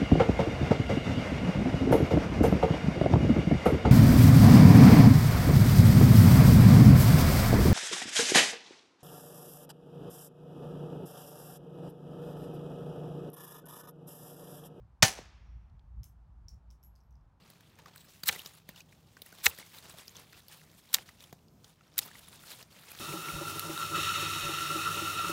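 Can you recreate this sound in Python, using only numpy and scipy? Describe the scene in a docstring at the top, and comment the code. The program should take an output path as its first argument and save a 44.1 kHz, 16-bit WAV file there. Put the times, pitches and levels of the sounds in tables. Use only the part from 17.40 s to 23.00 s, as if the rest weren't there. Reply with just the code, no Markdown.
"""Pruning shears over a cloth bag

Hand pruning shears snip four green stems over a cloth bag outdoors, heard from close by.
Each cut tears the fibres in bright noise bursts; struck modes then give the snap and a brief ring.
Twigs and opening shears tick as pitched noise bursts; cloth and needles rustle as grains and hiss.
A low outdoor rumble of shaped noise lies underneath."""
import sys
import numpy as np
from scipy import signal
from scipy.fft import rfft, irfft
from scipy.io import wavfile
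from scipy.ndimage import uniform_filter1d

SR = 44100
rng = np.random.default_rng(int(sys.argv[2]) if len(sys.argv) > 2 else 0)


def waveform_to_disk(signal):
    """Save audio, clipped to [-1, 1], as 16-bit WAV at the path in sys.argv[1]."""
    frames = np.transpose(np.atleast_2d(signal))
    scaled = np.clip(frames, -1, 1) * 32767
    samples = np.round(scaled).astype(np.int16)
    wavfile.write(sys.argv[1], SR, samples)


N = 246959  # length [samples]


def undb(db):
    """Decibel law: amplitude gain is ten to the power of level over twenty."""
    return 10 ** (np.asarray(db) / 20)


def band(x, lo_hz, hi_hz):
    """Band-pass filtering: gentle slopes on either side of the passband."""
    return signal.sosfilt(signal.butter(2, [lo_hz, hi_hz], "bandpass", fs=SR, output="sos"), x)


def unit(x):
    """Power normalisation: scales a signal to rms 1."""
    return x / np.sqrt(np.mean(x ** 2))


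def peak(x, db):
    """Peak normalisation: scales a signal to a given peak level."""
    return x * undb(db) / np.abs(x).max()


def fade(t, t60):
    """Exponential decay: the level falls 60 dB in t60 seconds (at least 1 ms)."""
    return np.exp(-np.log(1000) * t / max(t60, 1e-3))


def swell_fade(s, db, swell, t60):
    """Exponential growth and decay: gain rises up to the moment s, then dies away."""
    t = np.arange(N) / SR - s
    growth = np.exp(np.minimum(t, 0) / max(swell, 1e-3))
    return undb(db) * growth * fade(np.maximum(t, 0), t60)


def add(out, s, x):
    """Superposition: mixes x into out from s seconds on."""
    i = int(s * SR)
    out[i:i + len(x)] += x[:len(out) - i]


def walk(rate):
    """Slow random modulation: levels drawn at rate [Hz], smoothed into ramps, with rms 1."""
    k = int(SR / rate)
    held = np.repeat(rng.standard_normal(N // k + 1), k)
    return unit(uniform_filter1d(held, k)[:N])


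def tilted(colour_db, step_db):
    """Spectral tilt: tips band levels about the middle by step_db a band."""
    steps = np.arange(len(colour_db)) - (len(colour_db) - 1) / 2
    return np.array(colour_db) + step_db * steps


def grit(share, grain_db, hiss_db):
    """Impulsive friction noise: tiny clicks of very uneven size over a hiss."""
    struck = rng.random(N) < share
    clicks = struck * rng.standard_normal(N) * undb(grain_db * rng.exponential(size=N))
    return unit(unit(clicks) + undb(hiss_db) * rng.standard_normal(N))


# Spectrum of the outdoor air noise: (frequency [Hz], relative level per hertz [dB])
OUTDOOR_SPECTRUM = [(18, -37), (30, -11.5), (96, 0.5), (190, -1.5), (255, -8.5), (577, -16), (1210, -22.5),
                    (1840, -32.5), (4530, -34.5), (5440, -30), (10500, -39), (15200, -33), (16500, -47.5)]


def outdoors(air_db=-64, waver_db=2.0, hum_hz=157, hum_db=-72):
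    """Spectral shaping of noise: a wavering low rumble with faint hiss, and a narrow-band hum."""
    hz, db = np.transpose(OUTDOOR_SPECTRUM)
    log_hz = np.log(np.fft.rfftfreq(N, 1 / SR) + 1)
    colour = undb(np.interp(log_hz, np.log(hz), db))
    air = unit(irfft(rfft(rng.standard_normal(N)) * colour, N))
    hum = unit(band(rng.standard_normal(N), hum_hz - 9, hum_hz + 9))
    return undb(air_db + waver_db * walk(9.6)) * air + undb(hum_db) * hum


def needles(lo_hz=500, hi_hz=15000, cycles=19.0, grain_db=3.0, count=3500):
    """Granular excitation: needles and leaf edges flick as short, decaying pitched grains."""
    out, t = np.zeros(N), np.arange(400) / SR
    for at, pitch, size, length in rng.random((count, 4)):
        hz = lo_hz * (hi_hz / lo_hz) ** pitch  # evenly spread in log frequency
        t60 = cycles * (.4 + 3 * length ** 2) / hz
        grain = np.sin(2 * np.pi * hz * t) * fade(t, t60)
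        gain = undb(-grain_db * np.log(size + 0.0069)) * hz / hi_hz  # a few are much louder
        add(out, at * N / SR, gain * grain)
    return unit(out)


# Slow shifting of the bag; the tilt runs from lowest to highest band:
# (time [s], level before band colour [dB], tilt [dB])
BAG_SHIFTS = [(0, -68.5, -13), (.43, -74, -6), (.75, -65.5, 7), (1.24, -78, -10), (1.75, -73, 0),
              (2.0, -64.5, 6), (2.65, -64.5, 2), (2.9, -73, -6), (3.5, -67.5, 7), (3.9, -69.5, 0.5),
              (4.12, -85, 0.5), (4.55, -69, -13), (4.7, -62.5, 0.5), (5.2, -62, 9), (5.27, -72.5, -7),
              (5.6, -57, 5)]
# A hand, a stem or cuttings brushing cloth and needles:
# (time of peak [s], level before band colour [dB], tilt [dB], swell [s], decay t60 [s])
BRUSHES = [(.112, -69.5, 5, 0.036, 0.43), (.396, -64.5, -19, 0.033, 0.12), (.473, -63, -19.5, 0.016, 0.39),
           (.587, -64.5, -6, 0.049, 0.6), (0.916, -47.5, 4.5, 0.029, .5), (1.05, -57, 7, .05, .4),
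           (1.182, -61.5, 1, 0.036, 0.12), (1.297, -58.5, -3, 0.011, 0.21), (1.386, -61.5, 2, 0.042, 0.26),
           (1.53, -68.5, -1, .02, 0.43), (1.872, -63, 7, 0.042, 0.24), (1.952, -59, 1, 0.024, 0.24),
           (2.104, -53, -9.5, 0.061, 0.27), (2.198, -55.5, 2, 0.028, 0.38), (2.34, -57, 4, 0.023, 0.47),
           (2.451, -56.5, -9, 0.021, 0.41), (2.612, -56, 1, 0.086, 0.4), (2.775, -56, -2, 0.022, 0.43),
           (2.98, -58.5, 2, 0.049, 0.27), (3.127, -55.5, 7, 0.032, 0.41), (3.39, -60.5, 12.5, 0.025, 0.13),
           (3.589, -55, -7, 0.058, 0.26), (3.69, -58.5, -2, 0.039, 0.19), (3.825, -60, 2, 0.021, 0.26),
           (4.253, -64.5, 3, .015, 0.4), (4.624, -51.5, 10.5, 0.021, .3), (4.665, -56.5, -10, 0.025, 0.19),
           (4.769, -61.5, 8, 0.025, 0.46), (4.93, -59.5, 2, 0.013, 0.66), (5.115, -51, 6, 0.034, 0.19),
           (5.21, -57.5, -2, 0.024, 0.16), (5.31, -63.5, 0, 0.017, 0.61), (5.52, -57, 5, 0.11, 0.77)]
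# Centres of the overlapping rustle bands: (frequency [Hz])
RUSTLE_HZ = [300, 900, 2000, 3600, 6000, 9500, 14000]
# Colour of the rubbed cloth and needles at those centres: (level offset [dB])
RUSTLE_COLOUR_DB = [-9.5, -7, -6.5, -3, -6.5, -7.5, -4.5]


def rustle(flutter_db=1.2, quick_db=1.5, needles_db=-5.0, colour_db=1.6):
    """Friction noise in bands: thread and needle grains flutter, and their colour shifts a little."""
    s, *columns = np.transpose(BAG_SHIFTS)
    level_db, tilt_db = (np.interp(np.arange(N) / SR, s, c) for c in columns)
    brush_power = np.array([swell_fade(s, db, swell, t60) for s, db, _, swell, t60 in BRUSHES]) ** 2
    brush_tilt_db = np.array(BRUSHES)[:, 2]

    threads = grit(.1, 1.5, 0)
    flutter = undb(flutter_db * walk(35) + quick_db * walk(170))
    rub = rfft((threads + undb(needles_db) * needles()) * flutter)
    log_hz = np.log(np.fft.rfftfreq(N, 1 / SR) + 1)

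    out = 0
    tips = np.linspace(-.5, .5, len(RUSTLE_HZ))
    for share, db, tip in zip(np.eye(len(RUSTLE_HZ)), RUSTLE_COLOUR_DB, tips):
        weight = np.interp(log_hz, np.log(RUSTLE_HZ), share)  # crossfades into its neighbours
        part = unit(irfft(rub * weight, N))
        # bag and brushes add as powers
        bag_power = undb(2 * (level_db + tip * tilt_db))
        gain = np.sqrt(bag_power + undb(2 * tip * brush_tilt_db) @ brush_power)
        out = out + part * gain * undb(db + colour_db * walk(40))
    return band(out, 200, 18000)


# Small ticks: twigs on cloth and metal, and the shears springing open after a cut;
# the lowest band takes the thud level:
# (time [s], level before colour [dB], pitch [Hz], tilt of upper bands [dB per band],
#  ring level [dB], thud relative to level [dB], decay t60 [s])
TICKS = [(0.101, -38.5, 820, 4.5, 9, -18, 0.03), (0.207, -40.5, 902, 2, 7, -15.5, 0.028),
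         (0.388, -42, 930, 0, 7, -10, 0.022), (0.459, -36.5, 1230, -0.5, 6, -17, 0.022),
         (0.56, -33, 1600, 5, 0, -16, 0.023), (0.579, -40, 4140, 4, 1, -14, 0.025),
         (0.835, -27, 4370, 1, 8, -14.5, 0.024), (0.927, -31, 4000, 2, 3, -15, 0.023),
         (0.96, -30, 2170, 0.5, 6, -11, 0.022), (0.993, -31, 2900, 5, 14, -16, 0.029),
         (1.018, -38, 3860, 2, 4, -19, 0.025), (1.06, -28, 3750, 3, -1, -15, 0.025),
         (1.29, -27.5, 1000, 2.5, 3, -12, 0.023), (1.36, -41, 2920, 2, 8, -18, 0.032),
         (1.405, -38.5, 2620, 3, 14, -16, 0.034), (1.525, -47.5, 2270, -1.5, 2, -12, 0.028),
         (1.768, -41.5, 1500, -2, -2, -9, 0.029), (1.819, -31, 3930, 7.5, -3, -16.5, 0.03),
         (1.862, -37, 1900, 6, 11, -15, 0.025), (1.925, -37, 1450, 2, 8, -6, 0.028),
         (2.187, -30, 2020, 3.5, 2, -15, 0.025), (2.385, -37.5, 3870, 5.5, 10, -17.5, 0.025),
         (2.54, -40, 644, -2, 8, -11, 0.025), (2.68, -32.5, 5110, 1.5, 4, -15.5, 0.019),
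         (2.755, -39.5, 3300, -3, 6, -13, 0.025), (2.767, -35, 2850, 0.5, 9, -11, 0.022),
         (2.93, -37, 1500, -0.5, -2, -14, 0.03), (3.083, -39, 4260, 10, 3, -14, 0.029),
         (3.215, -44, 1300, 1, 2, -13, 0.025), (3.493, -51.5, 2170, 6, 4, -14, 0.025),
         (3.69, -37, 2040, -0.5, 7, -25, 0.028), (3.806, -40, 3580, 3, 14, -14, 0.035),
         (3.839, -38, 3230, 1, 12, -22, 0.031), (3.927, -32, 781, 1, 1, -11.5, 0.029),
         (4.083, -53, 4660, 2.5, 4.5, -13.5, 0.025), (4.244, -38.5, 3310, 2.5, 3, -13, 0.025),
         (4.409, -51, 1290, -3, 3, -13.5, 0.023), (4.661, -35, 921, 5, 10, -13, 0.021),
         (4.741, -43, 3790, -2, 12, -18, 0.025), (4.754, -36.5, 2060, -0.5, 11, -16, 0.03),
         (4.881, -51, 1120, -4, 7, -14, 0.025), (4.957, -43, 3430, 6, 0, -12, 0.025),
         (5.037, -42.5, 1400, -3.5, 1, -16, 0.027), (5.085, -39, 3440, 2, 4, -21, 0.025),
         (5.114, -44, 2420, 1, 8, -17, 0.028), (5.127, -38, 3200, -3.5, 10, -19, 0.025),
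         (5.227, -35, 5130, 5, -3, -15, 0.025), (5.365, -40, 775, -3, 4, -16, 0.029),
         (5.517, -35, 2490, 3, 4, -17, 0.023), (5.55, -37, 4590, -3, 7, -17, 0.02)]
# Bands of a tick, thud to crack: (low edge [Hz], high edge [Hz])
TICK_HZ = [(150, 900), (900, 2500), (2500, 7000), (7000, 16500)]
# Colour of the upper three bands of a tick: (level offset [dB])
TICK_COLOUR_DB = [-8, -5.5, -7]


def ticks(grit_db=5.5, contact_t60=0.012, sharp=9.9, pitch_band_db=5.5):
    """Impact and resonance: hard contact and gritty scrape excite the tick's pitch; the bag answers."""
    bag_hz, bag_t60, bag_db = 170, .06, -6  # bag level relative to the thud band
    out, t = np.zeros(N), np.arange(2600) / SR
    draws = rng.standard_normal((len(TICKS), 2, len(t)))
    for row, (hiss, size) in zip(TICKS, draws):
        s, db, hz, tilt_db, ring_db, thud_db, t60 = row
        contact = 1.2 * fade(t, contact_t60)
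        push = hiss * undb(grit_db * size) * (fade(t, t60) + contact)
        push[0] = 5  # the first instant of contact
        ring = band(push, hz * (1 - 1 / sharp), hz * (1 + 1 / sharp))
        push = push + undb(ring_db) * ring

        pitch_lift_db = [pitch_band_db * (lo <= hz < hi) for lo, hi in TICK_HZ]
        peaks_db = db + np.r_[thud_db, tilted(TICK_COLOUR_DB, tilt_db)] + pitch_lift_db
        add(out, s, sum(peak(band(push, *edges), p) for edges, p in zip(TICK_HZ, peaks_db)))
        bag = np.sin(2 * np.pi * bag_hz * t) * fade(t, bag_t60)
        add(out, s, undb(peaks_db[0] + bag_db) * bag)
    return out


# Broad rings of the loaded blade: (centre [Hz], width [Hz], level [dB])
BLADE_RINGS = [(4030, 700, -3.5), (7980, 900, -2.5), (14800, 540, 2.5)]


def blade(x):
    """Damped resonance: the broad rings of the loaded blade alone, driven by x."""
    return sum(undb(db) * band(x, hz - width / 2, hz + width / 2) for hz, width, db in BLADE_RINGS)


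# Blade creaking into the bark:
# (time of peak [s], level before slip modulation [dB], swell [s], decay t60 [s])
BARK_CREAKS = [(0.575, -58, .015, .5), (1.942, -63, 0.01, 0.18), (2.045, -50, .01, .02),
               (2.37, -62, .15, .04), (.866, -50, .01, .02), (.88, -36, .008, .02)]


def creak(slip_db=5.0):
    """Stick-slip friction: uneven clicks of the edge in the bark sound the blade."""
    gain = sum(swell_fade(*row) for row in BARK_CREAKS)
    return gain * undb(slip_db * walk(50)) * unit(blade(grit(0.032, 4.7, -1)))


# Fibres tearing under the blade; over one swell time the gain grows by e squared:
# (time of peak [s], level before colour [dB], tilt [dB per band], swell [s], decay t60 [s])
FIBRE_TEARS = [(0.8354, -35, 0.5, .003, 0.021), (0.859, -38.5, 3, .003, 0.067), (.865, -42, 2, .004, 0.014),
               (0.8708, -29, 1.5, .001, 0.044), (0.878, -27, 3, .002, 0.083),
               (0.8842, -22.5, 4.5, .004, 0.0097), (0.8883, -20.5, -3, .001, 0.019),
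               (0.895, -36, -9, .003, 0.019), (0.9124, -42, 2.5, .004, 0.031),
               (2.047, -28.5, 2, .012, 0.056), (2.0592, -18.5, 2, .004, 0.014),
               (2.0631, -22, -4.5, .001, 0.032), (2.0694, -28, -3, .001, 0.011),
               (2.076, -38.5, 3.5, .003, 0.034), (2.08, -38, 6, .003, 0.054),
               (2.097, -41, 4.5, .006, 0.037), (3.531, -35.5, 3, .003, 0.03),
               (3.5405, -22.5, 3.5, .001, 0.018), (3.5418, -22, 3, 0.00076, 0.016),
               (3.546, -25.5, -1, .001, 0.029), (3.554, -38.5, 2.5, .001, 0.062),
               (3.568, -39.5, -2, .003, 0.03), (4.574, -47, -5, .004, 0.04),
               (4.579, -31.5, 7, 0.00059, 0.008), (4.5811, -24, 5.5, 0.00057, 0.008),
               (4.587, -30, 3.5, 0.0025, .015), (4.5896, -25, 3.5, 0.0015, 0.024)]
# Bands of stem, pith, skin and edge: (low edge [Hz], high edge [Hz])
TEAR_HZ = [(1000, 3000), (3000, 7000), (7000, 11000), (11000, 16300)]
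# Colour of stem, pith, skin and edge: (level offset [dB])
TEAR_COLOUR_DB = [-3, 1.5, -3.5, 1]


def tears(crackle_db=7.0, ring_db=-1):
    """Fracture noise: fibres let go in irregular bursts that swell and die; the blade colours them."""
    out, t = np.zeros(N), np.arange(-800, 2400) / SR
    draws = rng.standard_normal((len(FIBRE_TEARS), 2, len(t)))
    for (s, db, tilt_db, swell, t60), (hiss, size) in zip(FIBRE_TEARS, draws):
        envelope = np.where(t < 0, np.exp(2 * t / max(swell, 1e-4)), fade(t, t60))
        push = hiss * undb(crackle_db * size) * envelope
        push = push + undb(ring_db) * blade(push)
        peaks_db = db + tilted(TEAR_COLOUR_DB, tilt_db)
        # filtered twice for steeper band edges
        parts = (peak(band(band(push, *hz), *hz), p) for hz, p in zip(TEAR_HZ, peaks_db))
        add(out, s + t[0], sum(parts))
    return out


# Modes of the shears: (frequency [Hz], relative level in its group [dB], t60 before stretch [s])
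SHEAR_MODES = [(80, -2.5, .12), (168, 1.5, 0.04), (502, 1.5, 0.095), (800, 5.5, 0.085),
               (1560, -18.5, 0.0056), (1890, -14, 0.018), (2100, 2.5, 0.011), (2487, -1, 0.0097),
               (3800, 7, 0.0077), (4360, 5.5, 0.0071), (4650, 5, 0.0082), (5610, 3, 0.01),
               (6800, 1.5, 0.0097), (7040, -1, .005), (9400, -1, 0.0064), (11950, 5, 0.0032),
               (13660, -0.5, 0.002), (16600, 1.5, 0.011), (16500, -9, 0.0082)]
# The stem parts and the blades snap shut: (time [s], peak of thump [dB], handles [dB],
#  stem [dB], blades [dB], edge [dB], decay stretch [factor])
SNAPS = [(0.8883, -43.5, -35.5, -33, -14.5, -12, 0.73), (0.8937, -47, -39, -15, -44, -35, 0.33),
         (2.0616, -40, -53, -18, -15, -22.5, 0.85), (2.0658, -45, -28.5, -4, -7.5, -15, 0.54),
         (3.5443, -68, -42.5, -20, -6.5, -6, 0.87), (3.5851, -60.5, -44.5, -29.5, -38, -55, 0.35),
         (4.5814, -72, -70, -33, -26.5, -27, 0.9), (4.5895, -73, -50, -29, -12.5, -14.5, 1)]
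# Boundaries between those five groups of modes: (frequency [Hz])
SNAP_HZ = [300, 1000, 3000, 7500]


def snaps(scatter_db=2.5, detune=0.028):
    """Modal synthesis: each hard blow excites the modes with random shifts of level and pitch."""
    out, t = np.zeros(N), np.arange(6000) / SR
    hz, db, t60 = np.transpose(SHEAR_MODES)[:, :, None]
    group = np.digitize(hz[:, 0], SNAP_HZ)
    draws = rng.standard_normal((len(SNAPS), 2, len(SHEAR_MODES), 1))
    for (s, *peaks_db, stretch), (off, size) in zip(SNAPS, draws):
        cycles = hz * (1 + detune * off) * t
        onset = np.minimum(cycles / 1.5, 1)  # each mode builds over one and a half cycles
        decay = np.exp(-np.log(1000) * t / (stretch * t60))
        modes = undb(db + scatter_db * size) * onset * np.sin(2 * np.pi * cycles) * decay
        add(out, s, sum(peak(modes[group == k].sum(0), p) for k, p in enumerate(peaks_db)))
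    return out


def scene():
    """Superposition of sources: all are close and dry, with no reflections."""
    return (outdoors() + rustle() + ticks() + creak() + tears() + snaps())[None]


def record(dry):
    """Band limiting: removes the deepest bass, lowers all above 16 kHz, ends steeply at 16.8 kHz."""
    thin = signal.sosfilt(signal.butter(4, 42, "highpass", fs=SR, output="sos"), dry)
    # at least 28 dB down from 16050 Hz
    dull = signal.sosfilt(signal.cheby2(12, 28, 16050, fs=SR, output="sos"), thin)
    return signal.sosfilt(signal.ellip(10, .2, 70, 16800, fs=SR, output="sos"), dull)


dry = scene()
out = record(dry)
waveform_to_disk(out)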